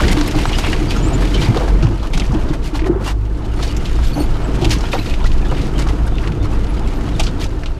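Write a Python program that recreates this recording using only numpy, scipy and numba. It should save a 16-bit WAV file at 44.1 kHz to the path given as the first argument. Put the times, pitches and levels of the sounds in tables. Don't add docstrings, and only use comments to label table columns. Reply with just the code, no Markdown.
import sys
import numpy as np
from scipy import signal
from scipy.io import wavfile
from scipy.ndimage import uniform_filter1d
from numba import njit

SR = 44100
rng = np.random.default_rng(int(sys.argv[2]) if len(sys.argv) > 2 else 0)


def int16_out(signal):
    q = np.round(np.clip(np.atleast_2d(signal).T, -1, 1) * 32767)
    wavfile.write(sys.argv[1], SR, q.astype(np.int16))


def volts(x):
    e = np.asarray(x, float) / 20
    return 10 ** e


N = 343539


@njit
def svf(x, hz, width):
    y, band, low = np.empty(len(x)), 0., 0.
    g, k = np.tan(np.pi * hz / SR), width / hz
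    for i in range(len(x)):
        v = (band + g * (x[i] - low)) / (1 + g * (g + k))
        band, low, y[i] = 2 * v - band, low + 2 * g * v, k * v
    return y


def steep(x, hz, width):
    return svf(svf(x, 1. * hz, 1. * width), 1. * hz, 1. * width)


def unit(x):
    return x / np.sqrt(np.mean(x ** 2))


def body(x, modes):
    total = np.zeros(len(x))
    for k, (hz, width, level_db) in enumerate(modes):
        total += volts(level_db) * steep(x, hz, 1.48 * width) * (-1) ** k
    return unit(total)


def columns(table):
    s, *rest = np.transpose(table)
    return [np.interp(np.arange(N) / SR, s, c) for c in rest]


def walk(rate):
    hold = int(SR / rate)
    steps = np.repeat(rng.standard_normal(N // hold + 1), hold)
    return 1.42 * uniform_filter1d(uniform_filter1d(steps, hold), hold)[:N]


def grains(rate, spread_db, tail_s, bed_db):
    sizes_db = np.minimum(spread_db * rng.exponential(size=N), 17)
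    hits = (rng.random(N) < rate / SR) * volts(sizes_db)
    scrape = signal.lfilter([1], [1, -np.exp(-1 / (tail_s * SR))], hits)
    return rng.standard_normal(N) * (unit(scrape) + volts(bed_db))


def flecks(count, low_hz, high_hz, cycles):
    out = np.zeros(N)
    for when, pitch, size, bend in rng.random((count, 4)):
        hz = low_hz * (high_hz / low_hz) ** pitch
        turn = np.arange(int(4 * cycles * SR / hz)) * hz / SR
        ring = np.sin(2 * np.pi * turn * (1 + .02 * (bend - .5) * turn / cycles))
        envelope = (1 - np.exp(-turn / 3)) * np.exp(-turn / cycles)
        add(out, when * N / SR, volts(18.0 * size) * envelope * ring)
    return unit(out)


def add(out, s, x):
    i = int(s * SR)
    out[i:i + len(x)] += x[:N - i]


def engine():
    # time_s, firing_hz, level_db
    firing = [(0.0, 31.8, -18), (0.78, 33.2, -19), (1.06, 42.96, -14), (1.34, 45.6, -14.5),
              (1.5, 43.97, -24), (1.74, 43.95, -13), (1.89, 48.4, -23), (2.08, 45.8, -25),
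              (2.21, 46.22, -16), (2.91, 49.35, -22), (4.56, 52.06, -21), (4.69, 55.03, -20.5),
              (6.44, 49.9, -21), (6.81, 45.37, -18.5), (7.29, 49.56, -24), (7.79, 45.43, -30)]
    hz, db = columns(firing)
    octave_db = -27.5 + 0.51 * (db - db.mean())
    octave_db = octave_db + 1.1 * np.minimum(hz - 47.5, 0)
    phase = 2 * np.pi * np.cumsum(hz * (1 + 0.026 * walk(12))) / SR
    tone = volts(db + 0.5 + 2.5 * walk(13)) * np.sin(phase)
    octave = volts(octave_db - 1.5 + 3.05 * walk(16)) * np.sin(2 * phase)
    return np.sqrt(2) * (tone + octave)


def ride():
    # time_s, level_db
    roughness = [(0, -17.5), (.2, -24.5), (.75, -24.5), (1.15, -23), (1.86, -25.5), (1.98, -30),
                 (2.45, -26.5), (2.67, -33), (2.9, -25), (3.2, -35.5), (3.47, -28.5), (4.0, -29),
                 (4.58, -25), (5.1, -28.5), (5.75, -26), (6.1, -28), (7.3, -27.5), (7.79, -34.5)]
    # time_s, level_db
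    sway = [(0.0, -37), (0.13, -23), (1.41, -28), (2.43, -17), (3.32, -32), (3.36, -21.5), (4.86, -16),
            (4.95, -23.5), (5.34, -9), (5.68, -24.5), (6.62, -18), (6.7, -22), (7.72, -21), (7.79, -45)]
    # pitch_hz, width_hz, level_db
    frame_modes = [(20.56, 8.7, 2), (27, 18.4, -7.5)]
    floor_modes = [(100.4, 36, -2.5), (140.5, 23.4, -1.5), (185.3, 42.8, -6)]
    door_modes = [(213, 46, -6), (298, 44.6, 0), (365.3, 67.4, -3.5), (491, 97, -12)]
    crunch_modes = [(650, 114, 2), (878, 148, -1.5), (1300, 430, -4)]
    (rough_db,), (heave_db,) = columns(roughness), columns(sway)
    excess_db = rough_db - rough_db.mean()
    jolts = grains(160, 1.2, tail_s=.012, bed_db=3)
    stones = grains(250, 3.6, tail_s=0.016, bed_db=2.0)
    frame = volts(heave_db + 2.5) * body(rng.standard_normal(N), frame_modes)
    axle_hop = unit(steep(rng.standard_normal(N), 55.8, 18.0))
    axle_hop = volts(-23 + 0.43 * excess_db + 1.8 * walk(3.07)) * axle_hop
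    rattle = volts(-6) * flecks(count=900, low_hz=430, high_hz=1300, cycles=9)
    floor = volts(-25.5 + excess_db) * body(jolts, floor_modes)
    doors = volts(rough_db) * body(jolts, door_modes)
    tyres = volts(rough_db - 7.5) * (body(stones, crunch_modes) + rattle)
    return frame + axle_hop + floor + doors + tyres


def thumps():
    # start_s, peak_db, pitch_hz, t60_s
    booms = [(0.17, -3.5, 302, 0.22), (0.354, -2, 123, 0.104), (1.485, 3, 116, 0.16),
             (1.827, -1.5, 151, 0.1), (1.845, -0.5, 111, 0.24), (2.295, -1, 130, 0.098),
             (2.349, -5, 316, 0.095), (2.5, -2.5, 135, 0.088), (2.73, -7, 305, 0.08),
             (2.819, -8.5, 320, 0.15), (2.859, -10, 380, 0.19), (2.896, 2.5, 339, 0.1),
             (2.958, -7, 378, 0.11), (1.15, -8.5, 270, .15), (2.33, -7, 213, 0.17), (2.505, -5.5, 310, 0.1),
             (5.9, -7.5, 96, .2), (4.62, -5, 140, 0.16), (1.828, -6.5, 340, 0.086),
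             (0.356, -6.5, 310, 0.16), (4.66, -5, 330, 0.093), (4.205, -4, 300, .08), (.63, -7, 83, 0.18),
             (6.41, -7, 98, 0.29), (5.52, -8.5, 134, 0.16), (7.29, -10, 155, 0.128), (4.161, -9, 293, 0.35),
             (4.62, -7, 346, 0.1), (.02, -4, 71.4, 0.26), (2.15, -6, 166, .12), (.975, -7, 150, 0.11),
             (2.922, -5, 348, 0.07), (.815, -8, 336, 0.095), (6.3, -9, 150, 0.16)]
    out, t = np.zeros(N), np.arange(int(.3 * SR)) / SR
    for s, db, hz, t60 in booms:
        envelope = (1 - np.exp(-t * hz / 0.61)) * 1000 ** (-t / max(t60, .02))
        add(out, s, volts(db - 2.5) * envelope * np.sin(2 * np.pi * hz * t * (1 - 0.23 * t)))
    return out


def knocks():
    # start_s, peak_db, pitch_hz, t60_s
    raps = [
        (1.561, -6.5, 484, 0.092),
        (1.597, -15.5, 470, 0.52),
        (4.179, -19, 510, 0.17),
        (4.933, -10, 484, 0.14),
        (5.209, -24, 963, 0.086),
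        (5.514, -12.5, 726, 0.07),
    ]
    out, t = np.zeros(N), np.arange(int(.2 * SR)) / SR
    for s, db, hz, t60 in raps:
        rap = rng.standard_normal(len(t)) * (1 - np.exp(-t / 0.0015)) * 1000 ** (-t / max(t60, .02))
        ring = steep(rap, hz, 150.0) + volts(-7.0) * steep(rap, 1.1 * hz, 840.0)
        add(out, s, volts(db + 12.5) * ring)
    return out


def slaps():
    # start_s, peak_db, ring_hz, t60_s
    twig_hits = [(.0338, -10, 1680, 0.051), (.081, -3.5, 2010, 0.044), (.2104, -7.5, 1440, .054),
                 (.5285, -13.5, 2870, .12), (.7294, -6.5, 2100, 0.04), (1.3428, -12.5, 3100, 0.14),
                 (1.4155, -14, 3040, .07), (1.824, -14.5, 1300, 0.16), (2.1973, -7, 2950, 0.043),
                 (2.7925, -22, 2170, 0.17), (5.1395, -22, 2630, 0.049), (5.241, -17, 1280, 0.14),
                 (5.3167, -27, 3064, .047), (6.1832, -28, 2620, 0.12), (6.2735, -15, 2210, .047),
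                 (7.079, -24, 2000, 0.046), (7.2344, -15, 4320, 0.11), (7.258, -18, 4600, .05),
                 (7.2664, -12.5, 3400, 0.094), (7.4145, -16, 3590, 0.077), (7.439, -13, 5200, 0.063),
                 (7.6343, -22, 2290, 0.059), (7.658, -19, 2735, 0.082)]
    # start_s, peak_db, ring_hz, t60_s
    leaf_hits = [(.1039, -21, 1630, 0.099), (.2755, -11, 1900, 0.06), (.3096, -13, 5200, 0.065),
                 (.584, -9, 1350, 0.071), (.9054, -10, 2470, .16), (.9634, -15, 1410, 0.072),
                 (2.1333, -11.5, 2320, 0.13), (2.175, -8, 1410, 0.036), (2.6473, -31, 2970, 0.11),
                 (3.6276, -11, 1650, 0.13), (3.674, -17, 4300, .06), (3.765, -11, 5700, 0.07),
                 (3.8546, -17, 2880, 0.11), (4.612, -19, 2944, 0.46), (4.645, -7, 2780, 0.066),
                 (4.7047, -7.5, 4300, 0.17), (4.807, -16, 4500, 0.066), (5.0596, -15, 2180, 0.089),
                 (5.7887, -14, 1529, 0.12), (5.8857, -14, 1940, 0.1), (6.0771, -20, 1520, 0.056),
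                 (7.1957, -8, 2820, 0.11)]
    # start_s, peak_db, ring_hz, t60_s
    bough_hits = [(.167, -20.5, 1430, 0.12), (.4535, -11, 1550, 0.025), (.638, -19.5, 1440, 0.063),
                  (.6654, -21, 1360, .052), (1.135, -24, 2430, .07), (1.2204, -26, 1760, 0.062),
                  (1.5429, -23, 1444, 0.09), (1.57, -17, 2750, 0.076), (1.678, -22.5, 1390, .076),
                  (1.868, -26, 1350, 0.049), (2.0278, -26, 2650, 0.24), (2.4857, -30, 1460, 0.24),
                  (2.5318, -28, 1350, 0.11), (2.7459, -32, 2760, 0.13), (2.859, -29, 1890, 0.11),
                  (3.056, -27, 2795, 0.11), (3.0773, -21, 2693, 0.17), (3.5897, -28, 1310, .09),
                  (3.9868, -29, 1300, 0.11), (4.8374, -23, 1310, 0.07), (4.9308, -14, 2940, 0.15),
                  (5.867, -26, 1480, .078)]
    out, t = np.zeros(N), np.arange(int(.25 * SR)) / SR
    kinds = [(twig_hits, -37, -17.5), (leaf_hits, -18, -17), (bough_hits, -16, -4)]
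    for rows, treble_db, thud_db in kinds:
        for s, db, hz, t60 in rows:
            noise = rng.standard_normal((2, len(t)))
            ragged = volts(2.1 * unit(uniform_filter1d(noise[1], size=90)))
            envelope = ragged * 1000 ** (-t / max(t60, .01)) + 0.38 * np.exp(-t / 0.0014)
            blow = noise[0] * envelope * (1 - np.exp(-t / 0.00073))
            crack = steep(steep(blow, 2650.0, 7300.0), 2440.0, 6400.0)
            ring = volts(3.0) * steep(blow, hz, .55 * hz)
            hiss = volts(treble_db + 7.0) * steep(blow, 9250.0, 5700.0)
            thin_db = -4.5 * np.log2(hz / 2000)
            thud = volts(thud_db + 24.0 + thin_db) * steep(blow, 870.0, 1080.0)
            add(out, s, volts(db - 6.0) * (crack + ring + hiss + thud))
    return out


def scrapes():
    # start_s, length_s, level_db, pitch_hz
    rasps = [(0, 0.012, -15.5, 1300), (.008, .025, -21, 680), (.34, 0.02, -24, 705), (.375, .05, -32, 2300),
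             (.38, .02, -23, 690), (.5, 0.032, -26, 900), (1.45, 0.067, -27, 930), (1.59, .06, -27, 800),
             (1.68, 0.049, -30, 850), (2.74, .03, -28.5, 895), (2.85, 0.033, -28, 900),
             (3.05, 0.087, -29, 950), (4.02, 0.071, -38, 3500), (4.125, .14, -46, 10900),
             (4.6, 0.078, -26, 700), (4.702, 0.032, -24, 2600), (4.935, 0.038, -22, 800),
             (5.51, 0.03, -29.5, 990), (5.785, .03, -31, 1100), (5.845, 0.057, -32, 1000),
             (6.2, 0.11, -32.5, 1200), (6.44, 0.047, -33.5, 1200), (6.52, 0.047, -33, 1100),
             (7.19, 0.034, -23.5, 800), (7.41, 0.019, -31, 650), (7.45, 0.021, -30, 660)]
    # start_s, length_s, level_db, pitch_hz
    chirrs = [(.53, .035, -27, 2900), (.722, 0.022, -24.5, 2900), (1.215, 0.046, -37, 1750),
              (1.22, .04, -39, 3600), (1.355, .03, -32, 3000), (1.405, 0.033, -32, 4100),
              (1.412, .035, -31, 3040), (1.44, .022, -34, 4700), (1.45, .025, -32, 2200),
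              (1.82, .025, -28, 1300), (2.772, .012, -34, 1500), (2.862, .025, -36, 1900),
              (3.055, 0.046, -33, 2840), (3.59, .02, -30, 1320), (3.69, .03, -38, 2900),
              (4.02, .03, -49, 6900), (4.15, .05, -43, 6200), (4.225, .045, -52, 11300),
              (4.22, .035, -46, 6800), (4.75, .012, -29, 1090), (4.98, 0.014, -28, 2200),
              (4.99, .016, -33, 2600), (5.01, .016, -31, 2500), (5.085, 0.031, -36, 2830),
              (5.24, .015, -28, 1339), (5.42, .022, -37, 2460), (5.45, .035, -40, 3500),
              (5.61, 0.036, -43, 4000), (5.775, 0.019, -37, 2800), (6.065, .025, -32, 1522),
              (7.27, 0.02, -34, 1400), (7.655, 0.014, -37, 1350), (.47, .025, -38, 7900),
              (.545, .025, -33, 5000), (.575, .025, -46, 8900), (.975, .03, -42, 7050),
              (2.53, 0.039, -29, 617), (3.0, 0.032, -28.5, 512), (3.56, .02, -50, 9200),
              (3.7, 0.028, -50, 8600), (4.06, .04, -50, 7800), (.688, 0.018, -30, 2500),
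              (5.205, .02, -29.5, 950)]
    # start_s, length_s, level_db, pitch_hz
    ticks = [(.034, .02, -22, 1700), (.646, 0.014, -22, 2400), (.729, 0.016, -18.5, 1800),
             (.8, .01, -33, 2000), (1.826, .012, -30, 2800), (1.868, .01, -30.5, 2600),
             (2.309, 0.014, -28, 1000), (2.792, .012, -27, 2100), (2.818, 0.0091, -32, 2200),
             (2.843, 0.013, -30, 2100), (3.001, .015, -32, 800), (.102, .012, -23, 2000),
             (4.785, .012, -33, 5500), (4.93, .015, -19.5, 2210), (5.139, .015, -27, 2800),
             (5.317, .012, -29, 2900), (5.822, .008, -34, 3800), (6.183, .01, -29, 2700),
             (6.274, .01, -30, 2100), (7.078, .012, -28.5, 1000), (7.195, 0.0089, -27, 2500),
             (7.634, 0.0098, -27, 1900)]
    # start_s, length_s, level_db, pitch_hz
    lashes = [(.115, .025, -33, 9000), (.044, .012, -25, 2500), (.276, .012, -31, 11000),
              (.72, 0.0093, -35, 7000), (2.175, .012, -28, 5500), (2.197, 0.011, -30, 5500),
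              (2.217, .014, -27, 2200), (2.262, .015, -37, 5000), (2.318, .025, -40, 5500),
              (2.343, .02, -35, 2800), (2.487, .025, -38, 4000), (4.705, .03, -29, 6000),
              (4.696, .006, -31, 6500), (5.79, 0.027, -34, 6500), (5.82, .012, -38, 7500),
              (6.062, .03, -44, 9000), (5.872, .014, -36, 5500), (3.624, .012, -29, 4000),
              (7.195, 0.018, -26, 6960), (7.23, .02, -34, 6000), (7.49, 0.011, -44, 6000)]
    # start_s, length_s, level_db, pitch_hz
    more_rasps = [
        (.62, 0.068, -27, 2200),
        (2.31, 0.07, -29, 800),
        (1.1, 0.042, -24.5, 650),
        (4.148, 0.075, -26, 650),
        (5.5, .05, -25, 481),
        (6.798, 0.035, -30, 750),
    ]
    out = np.zeros(N)
    kinds = [(rasps, .6, 0.91, 0), (chirrs, .1, .8, 0), (ticks, 0.49, 0.31, 10),
             (lashes, 0.67, 0.38, 0), (more_rasps, .6, 0.91, 0)]
    for rows, width, sudden, snap in kinds:
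        for s, length, db, hz in rows:
            u = np.linspace(0, 1, int(length * SR))
            rub = rng.standard_normal(9000)
            rub[2030] += snap
            rub = steep(rub, hz, width * hz)[2000:2000 + len(u)]
            add(out, s, volts(db) * unit(rub) * np.sin(np.pi * u ** sudden))
    return out


def squeaks():
    # start_s, length_s, pitch_hz, level_db
    loading = [(.529, 0.045, 2850, -30), (.954, 0.024, 1360, -26), (.959, .048, 6400, -38),
               (1.024, .057, 7030, -34), (1.057, .057, 7940, -42), (1.132, 0.029, 7090, -30.5),
               (1.379, .025, 2300, -28), (1.41, 0.038, 3010, -34), (5.256, .02, 1930, -28),
               (5.493, .03, 2900, -35), (5.752, 0.026, 3115, -38), (6.397, 0.034, 3520, -43),
               (6.94, .06, 11950, -56)]
    # start_s, length_s, pitch_hz, level_db
    sliding = [(.044, .078, 10700, -53), (.879, 0.029, 4680, -33), (1.337, 0.022, 3060, -22),
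               (3.565, .074, 4377, -46), (3.69, 0.034, 4500, -40), (3.57, .04, 8650, -59),
               (3.86, .022, 7320, -53), (4.054, 0.072, 12600, -49), (4.02, 0.042, 7000, -49),
               (4.126, .03, 4430, -34), (4.135, 0.03, 11300, -48), (4.435, 0.032, 7800, -44),
               (4.9, .19, 13210, -51), (4.99, .015, 4034, -29), (5.11, .016, 2500, -30),
               (5.445, .022, 1702, -32), (6.127, .06, 3596, -44), (6.68, 0.045, 10920, -51),
               (6.877, .013, 7560, -41), (7.15, .015, 3630, -35)]
    # start_s, length_s, pitch_hz, level_db
    stiff = [
        (4.196, 0.036, 4400, -34),
        (4.236, 0.016, 4550, -43),
    ]
    out, flutter_db = np.zeros(N), 4
    kinds = [(loading, 0.91, -28), (sliding, -0.27, -27), (stiff, -.35, -4.5)]
    for rows, glide, over_db in kinds:
        for s, length, start_hz, db in rows:
            u = np.linspace(0, 1, int(length * SR))
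            wobble = unit(uniform_filter1d(rng.standard_normal((2, 9000)), size=90))[:, :len(u)]
            hz = start_hz * (1 + glide * length * u) * (1 + .013 * wobble[0])
            phase = 2 * np.pi * np.cumsum(hz) / SR
            overtones = (np.sin(2 * phase) + .5 * np.sin(3 * phase)) * (start_hz < SR / 8)
            envelope = volts(db + flutter_db * wobble[1]) * np.sin(np.pi * u ** 0.69) ** 0.56
            add(out, s, envelope * (np.sin(phase) + volts(over_db) * overtones))
    return out


def pressure():
    # time_s, level_db
    lean = [(0.0, -22.5), (0.15, -31), (0.63, -27), (1.06, -33), (1.45, -31), (1.8, -38), (2.08, -41),
            (2.3, -39.5), (2.95, -48), (3.08, -54), (3.36, -45.5), (3.64, -38), (4.51, -37), (4.84, -33.5),
            (5.21, -36), (6.51, -42), (7.16, -37), (7.79, -46)]
    # centre_s, half_length_s, level_db
    swishes = [(0.124, 0.018, -23.5), (0.55, 0.011, -39), (0.591, 0.014, -29), (2.243, 0.016, -38),
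               (2.35, 0.015, -45), (2.539, 0.029, -40), (2.87, 0.02, -37.5), (3.02, 0.025, -43),
               (3.455, 0.016, -45), (3.541, 0.0084, -40), (4.556, 0.024, -40.5), (4.924, 0.011, -32),
               (5.102, .025, -37), (5.144, .01, -44), (5.27, .018, -47), (5.582, 0.017, -47),
               (6.322, .0055, -38), (6.455, 0.015, -42), (6.533, 0.054, -46.5), (6.646, 0.0043, -39),
               (7.093, .007, -36),
               (0.407, 0.047, -36.5), (1.213, 0.028, -44), (1.43, 0.06, -32), (2.2, 0.091, -42),
              (2.42, 0.069, -43.5), (2.665, 0.044, -36), (2.762, 0.03, -29.5), (3.084, 0.052, -28.5),
              (3.643, 0.1, -42), (4.065, 0.083, -43), (4.73, 0.038, -27.5), (5.626, 0.1, -46),
              (5.801, 0.041, -35.5), (6.248, 0.063, -50), (7.24, .03, -40), (7.432, .043, -31.5)]
    swell = np.zeros(N)
    for s, half, db in swishes:
        add(swell, s - half, volts(db) * np.bartlett(int(2 * half * SR)) ** 0.97)
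    return volts(columns(lean)[0] - 2.0), swell


def brush():
    # pitch_hz, width_hz, level_db
    patches = [(1750, 2260, 0.5), (2300, 1550, 4), (2930, 380, 1), (3800, 3200, -1.5), (6530, 380, -13)]
    drag, swell = pressure()
    sweep = grains(110, 3.8, tail_s=.002, bed_db=1) * volts(2.2 * walk(25))
    twigs = np.zeros(N)
    for hz, width, level_db in patches:
        own = grains(70, 4.0, tail_s=.008, bed_db=0)
        twigs += volts(level_db) * steep(sweep + 2.55 * own, hz, 1.31 * width)
    tips = volts(-10) * flecks(count=500, low_hz=1600, high_hz=5000, cycles=18)
    leaf_patter = grains(70, 4.0, tail_s=.008, bed_db=0)
    leaves = unit(steep(sweep + 1.3 * leaf_patter, 4600.0, 8700.0))
    leaf_force = volts(-12) * drag + volts(-7) * swell
    rustle = volts(-60.0) * unit(svf(rng.standard_normal(N), 3400.0, 7000.0))
    return (drag + swell) * (unit(twigs) + tips) + leaf_force * leaves + rustle


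def scene():
    vehicle = engine() + ride()
    blows = thumps() + knocks() + slaps()
    rubbing = brush() + squeaks() + scrapes()
    return (vehicle + blows + rubbing)[None]


def mute_top(x):
    # lower_edge_hz, threshold_db
    gates = [(14650, -69), (13850, -79)]
    for hz, db in gates:
        high_pass = signal.ellip(6, .05, 60, hz, "high", fs=SR, output="sos")
        top = signal.sosfiltfilt(high_pass, x)
        faint = uniform_filter1d(top ** 2, size=1024) < volts(2 * db)
        x = x - top * uniform_filter1d(1. * faint, size=512)
    return x


def roll_off(x):
    return signal.sosfilt(signal.butter(12, 15400, fs=SR, output="sos"), x)


def record(dry):
    dull = signal.sosfilt(signal.ellip(12, .1, 80, 15150, fs=SR, output="sos"), dry)
    dull = dull * np.minimum((N - np.arange(N)) / 150, 1)
    rounded = np.tanh(0.59 * dull) / 0.6
    return roll_off(mute_top(rounded))


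dry = scene()
out = record(dry)
int16_out(out)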